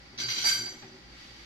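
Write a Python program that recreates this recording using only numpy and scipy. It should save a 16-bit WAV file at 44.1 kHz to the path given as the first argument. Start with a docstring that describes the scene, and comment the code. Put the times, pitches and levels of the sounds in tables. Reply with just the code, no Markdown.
"""Wall clock in a hard room

The mechanism clinks after its minute hand has been pushed round, heard on a stereo pair of microphones.
Metal parts chatter lightly, then drop with a louder clink whose overtones ring out in the room.
The wooden case bumps softly and the levers tick; a low hum and a faint hiss lie underneath."""
import sys
import numpy as np
from scipy import signal
from scipy.fft import rfft, irfft
from scipy.io import wavfile

SR = 44100
rng = np.random.default_rng(int(sys.argv[2]) if len(sys.argv) > 2 else 0)


def transcribe(signal):
    """Save signal, clipped to [-1, 1], as a 16-bit WAV file at the path in sys.argv[1]."""
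    frames = np.atleast_2d(signal).T
    limited = np.clip(frames, -1, 1)
    pcm = np.round(limited * 32767).astype(np.int16)
    wavfile.write(sys.argv[1], SR, pcm)


N = 63945

# Metal contacts in the works: start_s, ring_db, overtone_db, bright_clatter_db, dull_clatter_db
CONTACTS = [(0.1765, -49, -52, -40.5, -73), (0.185, -45, -39, -32.5, -38.5),
            (.1988, -37, -40.5, -30.5, -42.5), (0.226, -34.5, -47, -48, -45),
            (0.2851, -54, -37, -31, -35.5), (0.3, -35.5, -42, -27.5, -61), (.335, -49, -41, -42, -56),
            (0.363, -56, -40.5, -31.5, -52), (0.3825, -58, -36, -29, -41.5), (0.414, -56, -36, -31.5, -60),
            (0.4415, -31, -25.5, -35, -56), (0.4485, -22, -25.5, -32.5, -35),
            (0.471, -47, -28.5, -30.5, -33.5), (0.486, -36, -34, -27.5, -36), (.516, -29.5, -56, -40, -39),
            (0.657, -36.5, -50, -61, -59)]


def amp(db):
    """Decibels to gain."""
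    return 10 ** (np.asarray(db) / 20)


def unit_rms(x):
    """Scales each channel to rms 1."""
    return x / np.sqrt(np.mean(abs(x) ** 2, axis=-1, keepdims=True) + 1e-20)


def seconds():
    """Time of each sample."""
    return np.arange(N) / SR


def curve_at(points, hz):
    """Reads a curve on a log-frequency axis."""
    point_hz, value = np.transpose(points)
    return np.interp(np.log(hz + 1), np.log(point_hz), value)


def fader(points):
    """A curve of decibels over time as a gain for each sample."""
    return amp(np.interp(seconds(), *np.transpose(points)))


def noise(colour, grain_db=0, peaks=(), ripple_db=0, peak_width_hz=41.4, ripple_step_hz=18):
    """Coloured stereo noise at rms 1; grain makes it a spray of tiny clicks, ripple a crowd of modes."""
    # Likeness of the two microphones, greatest in the bass: frequency_hz, correlation
    likeness = [(30, 0.43), (250, 0.93), (450, 0.53), (900, 0.014), (2500, -0.092), (5000, -0.044),
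                (16000, .1)]
    hz = np.fft.rfftfreq(N, 1 / SR)
    grains = np.repeat(np.minimum(rng.exponential(size=N), 4), 16)[:N]  # 16 samples each
    left, unrelated = rfft(rng.standard_normal((2, N)) * amp(grain_db * grains))
    correlation = curve_at(likeness, hz)
    right = correlation * left + np.sqrt(1 - correlation ** 2) * unrelated
    peaks_db = sum(boost / (1 + ((hz - centre) / peak_width_hz) ** 2) for centre, boost in peaks)
    ripple = np.interp(hz / ripple_step_hz, np.arange(N), rng.uniform(-0.63, 1, N))
    spectrum_db = curve_at(colour, hz) + peaks_db + ripple_db * ripple
    return unit_rms(irfft(np.array([left, right]) * amp(spectrum_db), N))


def blows(start_s, level_db, rise_s, t60_s):
    """Envelope of a run of blows: each one's energy builds up, dies away and adds to the rest."""
    age = np.maximum(seconds() - start_s[:, None], 0)
    energy = (1 - np.exp(-age / rise_s)) * np.exp(-2 * np.log(1000) * age / t60_s)
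    return np.sqrt(amp(level_db) ** 2 @ energy)


def mode(hz, room_share, width_hz):
    """One mode at two microphones: a pure tone plus reflections that beat against it."""
    offset_hz = np.fft.fftfreq(N, 1 / SR)
    phases = np.exp(2j * np.pi * rng.random((2, N)))
    echoes = unit_rms(np.fft.ifft(phases / (1 + (offset_hz / width_hz) ** 2)))
    direct = np.exp(1j * (2 * np.pi * rng.random() + np.array([[0], [np.pi / 3]])))
    beating = np.sqrt(1 - room_share) * direct + np.sqrt(room_share) * echoes
    return np.sqrt(2) * (beating * np.exp(2j * np.pi * hz * seconds())).real


def room_tone():
    """Steady room noise, a hiss that swells a little and a low wavering hum."""
    # Spectra of the steady noise and the hiss: frequency_hz, relative_db
    floor_colour = [(25, -9.5), (55, -5.5), (80, -9.5), (125, -2.5), (230, -6.5), (340, -4), (450, -16),
                    (800, -14.5), (1200, -13.5), (2000, -12), (2900, -25.5), (4600, -15.5), (6000, -25),
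                    (8200, -41), (15500, -62)]
    hiss_colour = [(300, -33), (800, -20.5), (1300, -4), (2000, -4), (2900, -1), (4600, -2), (6000, -7),
                   (8400, -22), (14000, -29.5), (15500, -34)]
    # Faint resonances in both: pitch_hz, boost_db
    air_peaks = [(530, 9), (815, 8), (1950, 8.5), (2220, 8), (4590, 6), (4715, 10)]
    # Rise and fall of the hiss and the hum: time_s, level_db
    hiss_levels = [(0, -57), (.95, -56), (1.09, -57), (1.2, -50.5), (1.45, -52)]
    hum_levels = [(0, -59), (0.07, -53), (0.13, -69), (0.93, -73), (1.01, -62), (1.2, -55.5),
                  (1.45, -58.5)]
    hum = mode(hz=57, room_share=0.15, width_hz=8)[0] * fader(hum_levels)
    floor = amp(-54) * noise(floor_colour, peaks=air_peaks)
    hiss = noise(hiss_colour, grain_db=1.0, peaks=air_peaks) * fader(hiss_levels)
    return floor + hiss + hum


def lever_ticks():
    """Small dry ticks as the levers settle."""
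    # Ticks: start_s, level_db
    ticks = [(0.4415, -35), (.663, -47), (0.823, -46), (1.126, -55.5)]
    # Spectrum of a tick: frequency_hz, relative_db
    tick_colour = [(200, -6), (550, -11), (790, 2.5), (1100, -8), (1900, -1), (3000, -8.5), (5000, -9),
                   (8000, -46)]
    return noise(tick_colour, grain_db=0.5) * blows(*np.transpose(ticks), rise_s=0.00099, t60_s=0.27)


def case_bumps():
    """The wooden case answers each bump with one boom and a dull, hollow knock."""
    # Soft bumps: start_s, boom_db, knock_db
    bumps = [(0.131, -48, -50), (0.183, -42, -41.5), (0.237, -38, -48), (.365, -64, -45.5),
             (.40, -41.5, -53), (.443, -70, -46.5), (0.549, -48, -46), (.585, -44, -45.5),
             (0.628, -69, -44.5), (.715, -58, -47.5), (0.821, -49.5, -45.5), (0.913, -51.5, -50),
             (1.17, -54, -89), (1.26, -47.5, -59)]
    # Hollow tones of the case: pitch_hz, relative_db
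    case_modes = [(238, -6.5), (315, -10), (379, -5)]
    # Spectrum of the knocked wood: frequency_hz, relative_db
    wood_colour = [(100, -18), (165, 2.5), (240, -8), (380, -4), (470, -10), (800, -7.5), (2000, -18.5),
                   (6000, -59)]
    start_s, boom_db, knock_db = np.transpose(bumps)
    boom = mode(hz=120.3, room_share=0.187, width_hz=6.5)[0]
    boom *= blows(start_s, boom_db, rise_s=0.021, t60_s=0.28)
    hollow = sum(amp(db) * mode(hz, room_share=0.49, width_hz=11.7)[0] for hz, db in case_modes)
    knock = hollow + amp(-6) * noise(wood_colour)
    return boom + knock * blows(start_s, knock_db, rise_s=0.015, t60_s=0.35)


def clatter(room_db=-4):
    """Each contact is a burst of tiny impacts in the crowded modes of the works, then the room's tail."""
    # Spectra of the bright and the dull clatter: frequency_hz, relative_db
    bright_colour = [(300, -40), (1200, -16.5), (2100, -10.5), (2900, -7.5), (3400, -6.5), (3700, -4),
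                     (3950, 2.5), (4600, 3.5), (5200, -8.5), (5950, -3), (6300, -20.5), (6900, -30.5),
                     (8000, -44), (16000, -64)]
    dull_colour = [(200, -10), (520, -13.5), (800, -12), (1150, -1.5), (1500, -2), (1800, -5), (2250, 5),
                   (2700, -19), (4000, -0.5), (7000, -44), (12000, -75)]
    # Short-lived resonances of the wheels and levers: pitch_hz, boost_db
    works_peaks = [(745, 2.5), (1030, 2.5), (1165, 0), (1440, 10), (1793, 3.5), (2080, 9), (2480, 9),
                   (2690, -3.5), (2835, 8), (3110, 9.5), (3170, 10.5), (3330, 2.5), (3580, 7), (3945, 3.5),
                   (4170, -2), (4430, 0), (4610, 2.5), (5210, 2), (5490, -2.5), (5870, 16), (6480, 27),
                   (6620, 23)]
    start_s, _, _, bright_db, dull_db = np.transpose(CONTACTS)
    out = np.zeros((2, N))
    for colour, level_db in ((bright_colour, bright_db), (dull_colour, dull_db)):
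        impacts = noise(colour, grain_db=1.5, peaks=works_peaks)
        out += impacts * blows(start_s, level_db, rise_s=0.0026, t60_s=0.068)
        tail = noise(colour, peaks=works_peaks, ripple_db=8.5)
        out += tail * blows(start_s, level_db + room_db, rise_s=0.0039, t60_s=0.58)
    return out


def overtones():
    """Every contact feeds the same metal overtones, which swell in the room and ring out."""
    # Overtones of the metal, one list per column: pitch_hz, relative_db, t60_s
    pitch_hz = [1542, 1572, 2130, 2229, 3097, 3137, 4308, 4746, 5478, 5884, 5945, 6462, 6639, 7306]
    relative_db = [-16.5, -12, -17, -13.5, -25.5, -17.5, -10, -13, -16.5, -7.5, -12, -13, -35, -10]
    t60_s = [0.65, 0.48, 0.63, 0.69, 0.47, 0.51, 0.29, 0.46, 0.42, 0.47, 0.8, 0.29, 0.17, 0.63]
    # Faint top overtones, which die alike: pitch_hz, relative_db
    shimmer_modes = [(7570, -25), (8777, -25.5), (8945, -17.5), (9423, -22), (9843, -31), (10777, -24),
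                     (10850, -28.5), (11475, -19), (12036, -28), (12383, -25), (14077, -26), (14517, -34),
                     (14636, -24.5), (15139, -36)]
    start_s, _, overtone_db, _, _ = np.transpose(CONTACTS)
    ringing = np.zeros((2, N))
    for hz, db, t60 in zip(pitch_hz, relative_db, t60_s):
        envelope = blows(start_s, overtone_db + db, rise_s=0.019, t60_s=t60)
        ringing += envelope * mode(hz, room_share=0.64, width_hz=27)
    shimmer = sum(amp(db) * mode(hz, room_share=0.5, width_hz=33) for hz, db in shimmer_modes)
    return ringing + shimmer * blows(start_s, overtone_db, rise_s=0.036, t60_s=0.47)


def main_ring(damped_at_s=0.687, damped_over_s=0.035, damped_db=-8.5):
    """The struck metal's main mode speaks at once and is checked as the works settle."""
    start_s, ring_db, _, _, _ = np.transpose(CONTACTS)
    envelope = blows(start_s, ring_db, rise_s=0.0024, t60_s=0.52)
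    damping = amp(damped_db * np.clip((seconds() - damped_at_s) / damped_over_s, 0, 1))
    microphone_gains = amp([[-1.2], [2.2]])  # a little right of centre
    return microphone_gains * envelope * damping * mode(hz=4713, room_share=0.15, width_hz=34)


def scene():
    """The clock and its room at the two microphones."""
    return main_ring() + overtones() + clatter() + case_bumps() + lever_ticks() + room_tone()


def record(dry):
    """The recorder's band limit: a steep low-pass at 15.6 kHz."""
    low_pass = signal.firwin(511, 15600, window=("kaiser", 9), fs=SR)
    return signal.oaconvolve(dry, low_pass[None], "same")


dry = scene()
out = record(dry)
transcribe(out)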